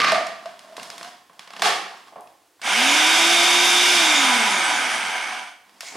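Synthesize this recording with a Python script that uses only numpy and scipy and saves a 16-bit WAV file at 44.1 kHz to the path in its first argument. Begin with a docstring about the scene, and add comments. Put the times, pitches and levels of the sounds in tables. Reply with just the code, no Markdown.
"""A food processor runs for one pulse: air rushes, the rotor hums and the commutator whines, then it coasts to rest.
Filtered noise makes the air, fine random impacts make gears and sparks, and sine waves follow the turning shaft.
Before it, the plastic pusher knocks and slides into the feed tube and the bowl ratchets home; after it, the lid
is gripped again. Knocks are short noise bursts, rubbing is fine random impacts and the tube is wavering tones.
A hard kitchen adds echoes over a quiet floor, and a limiter holds down the loudest moments."""
import sys
import numpy as np
from scipy import signal
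from scipy.fft import rfft, irfft, next_fast_len
from scipy.io import wavfile
from scipy.ndimage import uniform_filter1d

SR = 44100
rng = np.random.default_rng(int(sys.argv[2]) if len(sys.argv) > 2 else 0)


def file_out(sig):
    """Save sig as 16-bit WAV at sys.argv[1]."""
    # one column per channel
    cols = np.atleast_2d(sig).T
    # limit, then scale
    lim = np.clip(cols, -1, 1)
    pcm = np.round(lim * 32767).astype(np.int16)
    wavfile.write(sys.argv[1], SR, pcm)


N = 263076

# Levels in the tables are relative: the sounds are balanced again when mixed.
# Tone of the still kitchen: pitch_hz, level_db (per Hz)
QUIET_COLOUR = [(18, -57), (30, -31), (71, 0), (209, -4.5), (293, 9), (1010, 3.5), (7180, -3), (8190, -3),
                (10400, -4.5), (15800, -10)]
QUIET_DB = -62
# Time for echoes to fade by 60 dB: pitch_hz, fade_s
ECHO_FADE = [(150, 0.8), (400, 0.6), (1000, 0.65), (2800, 0.65), (7000, 0.54), (14000, 0.49)]
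# Stereo width: pitch_hz, side_minus_mid_db
STEREO_WIDTH = [(60, -14), (120, -24.5), (240, -27), (480, -21), (950, -12), (1890, -11.5), (3770, -15),
                (7520, -9.5), (13000, -32)]
# Left-right balance: pitch_hz, left_minus_right_db
BALANCE = [(60, 0), (120, 2), (240, -3), (480, -2), (950, -1.5), (1890, -1.5), (3770, -1.5), (7520, -1.0),
           (15000, 1.5)]
CUTOFF_HZ = 15900

# Plastic parts striking each other: start_s, level_db, brightness_db_per_octave, decay_ms
KNOCKS = [(0.119, -14, 1.5, 4.7), (0.268, -25.5, 2.5, 2.5), (0.457, -31, 0, 4.2), (0.5922, -35.5, 4, 1.7),
          (0.7667, -31, 4.5, 3.8), (0.779, -31, -9.5, 4.6), (0.797, -30.5, 0.5, 2.4),
          (0.83, -32.5, 7.5, 3.4), (0.9014, -26.5, 4, 1.7), (0.980, -31, 6, 2.2), (1.011, -32, -1, 3),
          (1.029, -29, 5, 2), (1.046, -33, 2, 3), (1.296, -44.5, -4.5, 4.8), (1.393, -30.5, 2.5, 2.3),
          (1.6199, -3, 2.5, 5.5), (1.64, -18, 0.5, 3.2), (2.207, -46, 18, 2), (2.273, -47, 2, 2.6),
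          (2.594, -52, -1, 9.1), (2.6155, -33, 3.5, 7.2), (5.694, -48, 3, 3), (5.8065, -27.5, 6, 4)]
# Dull blows on the bowl and base: start_s, level_db, decay_ms
THUDS = [(0.120, -23.5, 27), (1.622, -7, 4.6), (2.121, -46.5, 16), (2.157, -36, 16), (2.178, -40.5, 22),
         (5.830, -36.5, 3.2), (5.935, -44, 5.2), (5.953, -30, 4), (5.960, -32, 6)]
# Hollow pusher clattering into the mouth of the feed tube: start_s, level_db, decay_ms
CLATTER = [(0.001, -9, 3.4), (0.007, -8, 0.92), (0.017, -9, 2.9), (0.044, -5.5, 6.8), (0.071, -31, 4.8)]
# Short-lived ringing of the plastic bowl: pitch_hz, width_hz, boost_db
BOWL_RESONANCES = [(692.4, 58, 6.5), (1083, 123, 8.5), (1785, 730, 3), (2280, 250, 0.5), (2800, 300, 3),
                   (3380, 410, 4), (4960, 960, 4)]
# Tone of the knocks: pitch_hz, level_db (per Hz)
KNOCK_COLOUR = [(40, -47), (110, -15), (190, 2), (320, -10.5), (520, 3.5), (800, 7), (1250, 5), (2000, 2.5),
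                (3000, -1), (4200, -3.5), (6000, -8), (10000, -16), (16000, -40)]
# Tone of the thuds: pitch_hz, level_db (per Hz)
THUD_COLOUR = [(40, -38), (110, -22), (220, -13), (450, -4.5), (800, 4), (1400, -15.5), (2500, -23),
               (8000, -49)]
# Tone of the clatter: pitch_hz, level_db (per Hz)
CLATTER_COLOUR = [(40, -41), (100, -37.5), (160, -16.5), (240, -15.5), (450, -15.5), (720, -6), (900, -16),
                  (1180, 4), (1400, -6.5), (2050, -2.5), (3300, -12), (4600, -11.5), (10000, -34),
                  (16000, -56)]
# Tone of rubbing plastic: pitch_hz, level_db (per Hz)
RUB_COLOUR = [(40, -40), (120, -11), (220, 9), (450, 3.5), (800, 10), (2000, 0.5), (5000, -3), (10000, -9),
              (16000, -25.5)]
# Tone of the dragging lid: pitch_hz, level_db (per Hz)
LID_COLOUR = [(500, -31), (1700, -1), (2150, 7), (2700, -2), (5000, 0.5), (7000, 2), (9500, -9),
              (12000, -20), (16000, -28)]
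# The bowl ratchets round its seat in even ticks, each harder than the last
RATCHET_S, TICK_GAP_S = 1.4742, 0.0301
TICK_DB, TICK_GROWTH_DB = -37.5, 2.1
TICK_TILT_DB_PER_OCTAVE, TICK_DECAY_MS = 0.5, 3.6
# Strokes of plastic on plastic: start_s, length_s, level_db, swell_db (over the stroke)
RUBS = [(0, 0.076, -22.5, -15), (0.15, 0.81, -53.5, 5.5), (0.755, 0.33, -44.5, -2), (1.34, 0.19, -57, -2),
        (1.52, 0.09, -56, 22), (1.67, 0.33, -51, -0.5), (2.04, 0.038, -52, 6.5), (5.65, 0.24, -58, 0),
        (5.91, 0.068, -45, 15)]
# Lid dragging under the hand: start_s, length_s, level_db, swell_db (over the stroke)
LID_DRAGS = [(5.82, 0.065, -51, 15.5), (5.91, 0.06, -48, 1)]
RUB_ATTACK_S, RUB_RELEASE_S = 0.17, 0.083  # to rise and to fall by 60 dB

# Air ringing in feed tube and pusher: peak_s, pitch_hz, level_db, attack_s, release_s, unsteadiness_hz
# (attack and release each span 60 dB; pitch is at the peak)
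TUBE_RINGS = [(0.07, 1149, -17, 0.32, 0.04, 64), (0.125, 649.5, -14, 0.02, 0.12, 34),
              (0.18, 640.6, -29, 0.088, 0.64, 20.3), (0.462, 682, -32.5, 0.018, 0.18, 19.8),
              (0.73, 661, -42.5, 0.5, 0.3, 24.5), (1.06, 694, -43.5, 0.5, 0.35, 19)]
# The air column shortens as the pusher sinks, so the pitch rises
TUBE_RISE_HZ_PER_S, TUBE_FLUTTER_DB = 170, 3

# The shaft speeds up while the button is held, coasts, then the flour stalls the blade
ON_S, OFF_S, STOP_S, STALL_S = 2.615, 3.937, 5.58, 0.225
TOP_TURNS_PER_S, SPIN_UP_S, SPIN_UP_SHAPE = 362.3, 0.160, 0.705
FRICTION_TURNS_PER_S2, DRAG_PER_S = 112.1, 0.589
# Running noise: level at top speed, power of speed its loudness follows, time to stir flour and air
RUN_DB, RUN_POWER, STIR_S = -15, 0.88, 0.024
# Fan air and churned flour at full speed: pitch_hz, level_db (per Hz)
RUSH_COLOUR = [(24, -98), (40, -48), (140, -25), (274, -11), (344, -8), (464, -13.5), (728, -0.5),
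               (1790, -2), (2190, 1), (2950, -3), (3610, 1.5), (4090, -4.5), (5120, -0.5), (10600, -12.5),
               (15800, -34)]
# Gears and brushes when coasting: pitch_hz, level_db (per Hz)
GRIND_COLOUR = [(24, -73), (40, -56), (140, -36.5), (225, -15), (476, -15.5), (746, -0.5), (1110, -4),
                (1540, -3), (1750, -3), (2360, -2), (2610, -5.5), (3180, -6.5), (4090, -11), (9560, -17.5),
                (15800, -47)]
# Resonances of the housing: pitch_hz, width_hz, boost_db
HOUSING_RESONANCES = [(229, 66, 6), (330, 56, 2.5), (482, 50, 3), (750, 28, 7), (982, 40, 8), (1248, 45, 5),
                      (1541, 180, 6.5), (1900, 170, -1.5), (2222, 240, 6), (3150, 380, 4.5),
                      (4100, 370, -4), (4760, 290, 1.5), (6120, 330, 3), (8600, 78, 2), (9480, 490, 3),
                      (10500, 300, 2.5)]
# Resonances of the air ducts: pitch_hz, width_hz, boost_db
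DUCT_RESONANCES = [(1530, 200, -0.5), (2406, 130, 6.5), (2810, 200, 5.5), (3633, 340, 8.5)]
# Resonances of the gear train and brush gear: pitch_hz, width_hz, boost_db
GEAR_RESONANCES = [(850, 93, 2), (1550, 350, 0), (6000, 300, 3), (7360, 800, -7), (8200, 170, 3),
                   (9760, 260, -3)]
# Faint rumble of the shaking base: pitch_hz, level_db (per Hz)
RUMBLE_COLOUR = [(20, 1), (50, 2), (90, -7), (200, -34), (800, -70)]
# How the base sounds the rotor's unbalance: pitch_hz, level_db
HUM_RESPONSE = [(80, -76), (125, -66.5), (165, -58), (200, -45.5), (230, -34), (360, -33)]
# How the base sounds the octave above: pitch_hz, level_db
OCTAVE_RESPONSE = [(140, -79), (220, -50), (480, -43.5), (640, -45), (690, -29.5), (718, -42)]
HUM_WAVER_DB = 0.5
# Starting current makes the brushes spark: peak level, and how sharply it peaks
SPARK_DB, SPARK_POWER = -24.5, 1.3
# Tone of the sparks: pitch_hz, level_db (per Hz)
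SPARK_COLOUR = [(300, -22), (1500, -4), (3000, 9), (4200, -4), (6000, -5), (9500, -15), (12000, -20),
                (16000, -30)]
# Commutator overtones: multiple_of_shaft_speed, level_db
WHINE_OVERTONES = [(24, 1.5), (36, -4.5), (48, -2.5), (60, -3.5), (72, -2), (84, 4.5)]
# Band that the brush holders radiate: pitch_hz, level_db
BRUSH_HOLDER = [(2000, -28.5), (5000, -17), (6200, -12), (6900, 7), (7500, -2), (8050, 5.5), (8600, 0),
                (9000, -4), (9600, 2.5), (10400, -1), (15000, -39)]
# Overall whine at each shaft speed: turns_per_s, level_db
WHINE_BY_SPEED = [(40, -80), (85, -55), (120, -42.5), (180, -33), (300, -35.0), (355, -49)]


def from_db(db):
    """Turn decibels into a multiplier."""
    return 10 ** (np.asarray(db) / 20)


def rms_one(x):
    """Scale a sound to an average power of one."""
    return x / np.sqrt(np.mean(x ** 2) + 1e-20)


def at_hz(points, hz):
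    """Read a curve between its points, with pitch spaced by ratio as the ear does."""
    f, value = np.transpose(points)
    return np.interp(np.log(np.maximum(hz, 1)), np.log(f), value)


def drift(rate_hz):
    """Smooth random wandering of typical size one, made at every 40th sample and joined up."""
    r = np.exp(-2 * np.pi * rate_hz * 40 / SR)
    noise = rng.standard_normal(N // 40 + 2002)
    slow = signal.lfilter([1], [1, -2 * r, r * r], noise)[2000:]  # skip the filter's settling
    return np.interp(np.arange(N) / 40, np.arange(len(slow)), rms_one(slow))


def coloured(x, spectrum, resonances=(), tilt_db=0):
    """Shape tone by a curve, resonance bumps and a tilt per octave, with no sound ahead of its cause."""
    size = 2 * next_fast_len(len(x) // 2 + 4096)
    hz = np.fft.rfftfreq(size, 1 / SR)
    db = at_hz(spectrum, hz) + tilt_db * np.log2(np.maximum(hz, 500) / 1000)
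    for centre, width, boost in resonances:
        db = db + boost / (1 + (2 * (hz - centre) / width) ** 2)
    # Folding the cepstrum gives the filter that responds soonest (minimum phase)
    cepstrum = irfft(np.log(from_db(db)))[:size // 2]
    cepstrum[1:] *= 2
    response = np.exp(rfft(cepstrum, size))
    return irfft(rfft(x, size) * response)[:len(x)]


def noise_of(spectrum, resonances=()):
    """Steady random hiss with a chosen tone and unit power."""
    return rms_one(coloured(rng.standard_normal(N), spectrum, resonances))


def grains(per_s, spread_db):
    """Tiny random impacts of uneven size."""
    sizes = from_db(spread_db * np.minimum(rng.exponential(1, N), 4)) * rng.choice([-1, 1], N)
    return rms_one(sizes * (rng.random(N) < per_s / SR))


def envelope(start, length, level_db, swell_db, attack_s, release_s):
    """Loudness that rises, holds with a steady swell, then dies; attack and release each span 60 dB."""
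    t = np.arange(N) / SR - start
    outside = np.maximum(-t, 0) / attack_s + np.maximum(t - length, 0) / release_s
    swell = swell_db * np.clip(t / max(length, 1 / SR), 0, 1)
    return from_db(level_db + swell - 60 * np.minimum(outside, 3))


def spread(mid, side):
    """A large source reaches the two microphones with partly unrelated sound."""
    return mid + coloured(side, STEREO_WIDTH) * np.array([[1], [-1]])


def add(out, s, sound):
    """Mix a sound in at a given time."""
    start = max(round(s * SR), 0)
    out[:, start:start + sound.shape[1]] += sound[:, :N - start]


def quiet_floor():
    """The still kitchen: steady, soft noise spread in stereo."""
    return from_db(QUIET_DB) * spread(noise_of(QUIET_COLOUR), noise_of(QUIET_COLOUR))


def kitchen(x, build_ms):
    """Echoes from hard walls build up, then die away at a different rate in each pitch band."""
    t = np.arange(SR) / SR
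    edges = np.geomspace(40, 18000, num=15)
    tail = 0
    white = rng.standard_normal((2, 2, SR))
    for k, (low, high) in enumerate(zip(edges, edges[1:])):
        hz = np.sqrt(low * high)
        band = signal.butter(2, [low, high], "band", fs=SR, output="sos")
        mid, side = signal.sosfilt(band, white[k % 2])
        width = from_db(at_hz(STEREO_WIDTH, hz) + 4.5)  # echoes are wider than the source
        fade = from_db(-60 * t / at_hz(ECHO_FADE, hz))
        tail = tail + (mid + width * side * [[1], [-1]]) * fade
    build = 1 - np.exp(-(t * 1000 / build_ms) ** 2)
    tail = rms_one(tail * build) / np.sqrt(SR)
    return signal.fftconvolve(x[None], tail, axes=1)[:, :N]


def strokes(rows):
    """Loudness of a series of rubbing strokes."""
    return np.max([envelope(*row, RUB_ATTACK_S, RUB_RELEASE_S) for row in rows], axis=0)


def lid_drag():
    """The lid sticks and slips against the rim in fine, bright impacts."""
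    slips = rms_one(coloured(grains(per_s=2700, spread_db=1.5), LID_COLOUR))
    return strokes(LID_DRAGS) * slips


def rubbing():
    """Plastic sticks and slips on plastic, with a wandering grip."""
    rub = rms_one(coloured(grains(per_s=1400, spread_db=2.0), RUB_COLOUR, BOWL_RESONANCES))
    grip_db = 2.4 * drift(30)
    return rub * strokes(RUBS) * from_db(grip_db - 2)


def ratchet(count):
    """Evenly spaced knocks that grow as the bowl tightens."""
    return [(RATCHET_S + k * TICK_GAP_S, TICK_DB + k * TICK_GROWTH_DB, TICK_TILT_DB_PER_OCTAVE, TICK_DECAY_MS)
            for k in range(count)]


def blow(colour, decay_ms, modes=(), tilt_db=0, size=4096):
    """Two rows: contact chattering for a few ms, heard directly, and an equal-energy pulse for the room."""
    ms = np.arange(size) * 1000 / SR
    flex = 1 - np.exp(-ms / 0.6)  # plastic gives a little before it bites
    chatter = rng.standard_normal(size) * flex * np.exp(-ms / decay_ms)
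    pulse = signal.unit_impulse(size)
    rows = [rms_one(coloured(c, colour, modes, tilt_db)) for c in (chatter, pulse)]
    return np.array(rows) * np.sqrt(decay_ms / ms[-1])  # longer contact carries more energy


def handling():
    """Clatter, knocks, thuds and rubbing; two rows: direct sound, and sound sent into the room."""
    out = np.zeros((2, N))
    for s, level_db, decay_ms in CLATTER:
        add(out, s, from_db(level_db) * blow(CLATTER_COLOUR, decay_ms))
    for s, level_db, tilt_db, decay_ms in KNOCKS + ratchet(count=5):
        add(out, s, from_db(level_db) * blow(KNOCK_COLOUR, decay_ms, BOWL_RESONANCES, tilt_db))
    for s, level_db, decay_ms in THUDS:
        add(out, s, from_db(level_db) * blow(THUD_COLOUR, decay_ms, BOWL_RESONANCES))
    return out + lid_drag() + rubbing()


def feed_tube():
    """Air in the tube rings as narrow, unsteady tones that rise in pitch during each push."""
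    t = np.arange(N) / SR
    out = 0
    waver = drift(94.6)
    flutter_db = TUBE_FLUTTER_DB * drift(60)
    for s, hz, level_db, attack_s, release_s, waver_hz in TUBE_RINGS:
        pitch_hz = hz + TUBE_RISE_HZ_PER_S * (t - s) + waver_hz * waver
        phase = 2 * np.pi * np.cumsum(pitch_hz) / SR
        out = out + envelope(s, 0, level_db, 0, attack_s, release_s) * np.sin(phase)
    return np.sqrt(2) * from_db(flutter_db) * out


def shaft_speed():
    """Turns per second: spin-up under power, coasting against friction and drag, and a final stall."""
    t = np.arange(N) / SR
    powered_s = np.clip(t - ON_S, 0, OFF_S - ON_S)
    driven = TOP_TURNS_PER_S * (1 - np.exp(-(powered_s / SPIN_UP_S) ** SPIN_UP_SHAPE))
    brake = FRICTION_TURNS_PER_S2 / DRAG_PER_S
    coasting = (driven + brake) * np.exp(-DRAG_PER_S * np.maximum(t - OFF_S, 0)) - brake
    return np.maximum(coasting, 0) * np.clip((STOP_S - t) / STALL_S, 0, 1)


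def shudder(speed):
    """The churning load shakes the base: a faint rumble that grows with speed."""
    return from_db(-70) * noise_of(RUMBLE_COLOUR) * np.clip(speed / 350, 0, 1)


def rotor_hum(speed, turns):
    """Unbalance sounds at the shaft speed and its octave; each swells where the base resonates."""
    first_db = at_hz(HUM_RESPONSE, speed) + HUM_WAVER_DB * drift(4.1)
    second_db = at_hz(OCTAVE_RESPONSE, 2 * speed) + 2 * drift(8)
    first = from_db(first_db) * np.sin(2 * np.pi * turns)
    second = from_db(second_db) * np.sin(4 * np.pi * turns)
    return np.sqrt(2) * (first + second) * np.clip(speed / 85, 0, 1) ** 4


def sparks(speed):
    """Brush crackle needs both motion and starting current, which falls as speed rises."""
    pace = np.clip(speed / TOP_TURNS_PER_S, 0, 1)
    current = (1 - pace) * (np.arange(N) / SR < OFF_S)
    arcing = 27 / 4 * pace ** 2 * current  # peaks at 1, at two thirds of top speed
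    crackle = rms_one(coloured(grains(per_s=13000, spread_db=0.0), SPARK_COLOUR, GEAR_RESONANCES))
    return from_db(SPARK_DB) * arcing ** SPARK_POWER * crackle


def commutator(speed, turns):
    """Brushes cross the segments; each overtone flares as it sweeps through the holders' resonances."""
    out = 0
    for order, level_db in WHINE_OVERTONES:
        hz = order * speed
        bounce = 1.1 * drift(130)  # bouncing brushes roughen the phase
        flicker_db = 1.8 * drift(40)
        muffled = np.interp(hz, [9700, 10500, 14000], [1, 0.2, 0])  # the housing swallows the top
        gain = from_db(level_db + at_hz(BRUSH_HOLDER, hz) + flicker_db) * muffled
        out = out + gain * np.sin(2 * np.pi * order * turns + bounce)
    return out * from_db(at_hz(WHINE_BY_SPEED, speed))


def gear_grind(turns):
    """Gears and brushes make gritty impacts that rub harder once a turn."""
    pressure = 1 + 0.12 * np.cos(2 * np.pi * turns)
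    grit = pressure * grains(per_s=9300, spread_db=2.5)
    return rms_one(coloured(grit, GRIND_COLOUR, HOUSING_RESONANCES + GEAR_RESONANCES))


def machine_noise(speed, turns):
    """Louder with speed; fan rush takes over from gritty gear noise as the shaft gets faster."""
    pace = speed / TOP_TURNS_PER_S
    air = np.clip(speed / 350, 0, 1) ** 2.6
    ducted = HOUSING_RESONANCES + DUCT_RESONANCES
    rush = spread(noise_of(RUSH_COLOUR, ducted), noise_of(RUSH_COLOUR, ducted))
    grind = spread(gear_grind(turns), gear_grind(turns))
    churn_db = 0.45 * drift(18)
    stirred = 1 - np.exp(-np.maximum(np.arange(N) / SR - ON_S, 0) / STIR_S)
    gain = stirred * pace ** RUN_POWER * from_db(RUN_DB + churn_db)
    return gain * (np.sqrt(air) * rush + np.sqrt(1 - air) * grind)


def scene():
    """Handling and motor in the kitchen, over its quiet floor."""
    speed = shaft_speed()
    uneven = 1 + 0.00139 * drift(9.35)  # the flour loads the blade unevenly
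    turns = np.cumsum(speed * uneven) / SR
    direct, sent = handling()
    tube = feed_tube()
    motor = machine_noise(speed, turns) + commutator(speed, turns) + sparks(speed)
    base = rotor_hum(speed, turns) + shudder(speed)  # close and heavy: heard almost dry
    to_room = from_db(-3.0) * sent + from_db(-8.5) * tube
    to_room = to_room + from_db(-9) * motor.mean(axis=0) + from_db(-11) * base
    echo = kitchen(to_room, build_ms=7.8)
    return from_db(-1.25) * direct + tube + motor + base + echo + quiet_floor()


def limiter(x, ceiling_db, release_db_per_s):
    """Turn the sound down when its short-time level passes the ceiling, then recover steadily."""
    power = uniform_filter1d(np.mean(x ** 2, axis=0), size=110)  # 2.5 ms average
    over = np.maximum(10 * np.log10(np.maximum(power, 1e-12)) - ceiling_db, 0)
    ramp = release_db_per_s * np.arange(N) / SR
    held = np.maximum.accumulate(over + ramp) - ramp
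    return x * from_db(-uniform_filter1d(held, size=44))  # 1 ms smoothing


def record(dry):
    """Microphone balance, limiter and a steep top cut."""
    size = 2 * next_fast_len(N // 2 + 4096)
    lean_db = at_hz(BALANCE, np.fft.rfftfreq(size, 1 / SR)) / 2
    sides = np.array([[1], [-1]])
    heard = irfft(rfft(dry, size) * from_db(lean_db * sides))[:, :N]
    held = limiter(heard, ceiling_db=-14.5, release_db_per_s=304)
    top_cut = signal.ellip(10, 0.1, 80, CUTOFF_HZ, fs=SR, output="sos")
    return signal.sosfilt(top_cut, held)


dry = scene()
out = record(dry)
file_out(out)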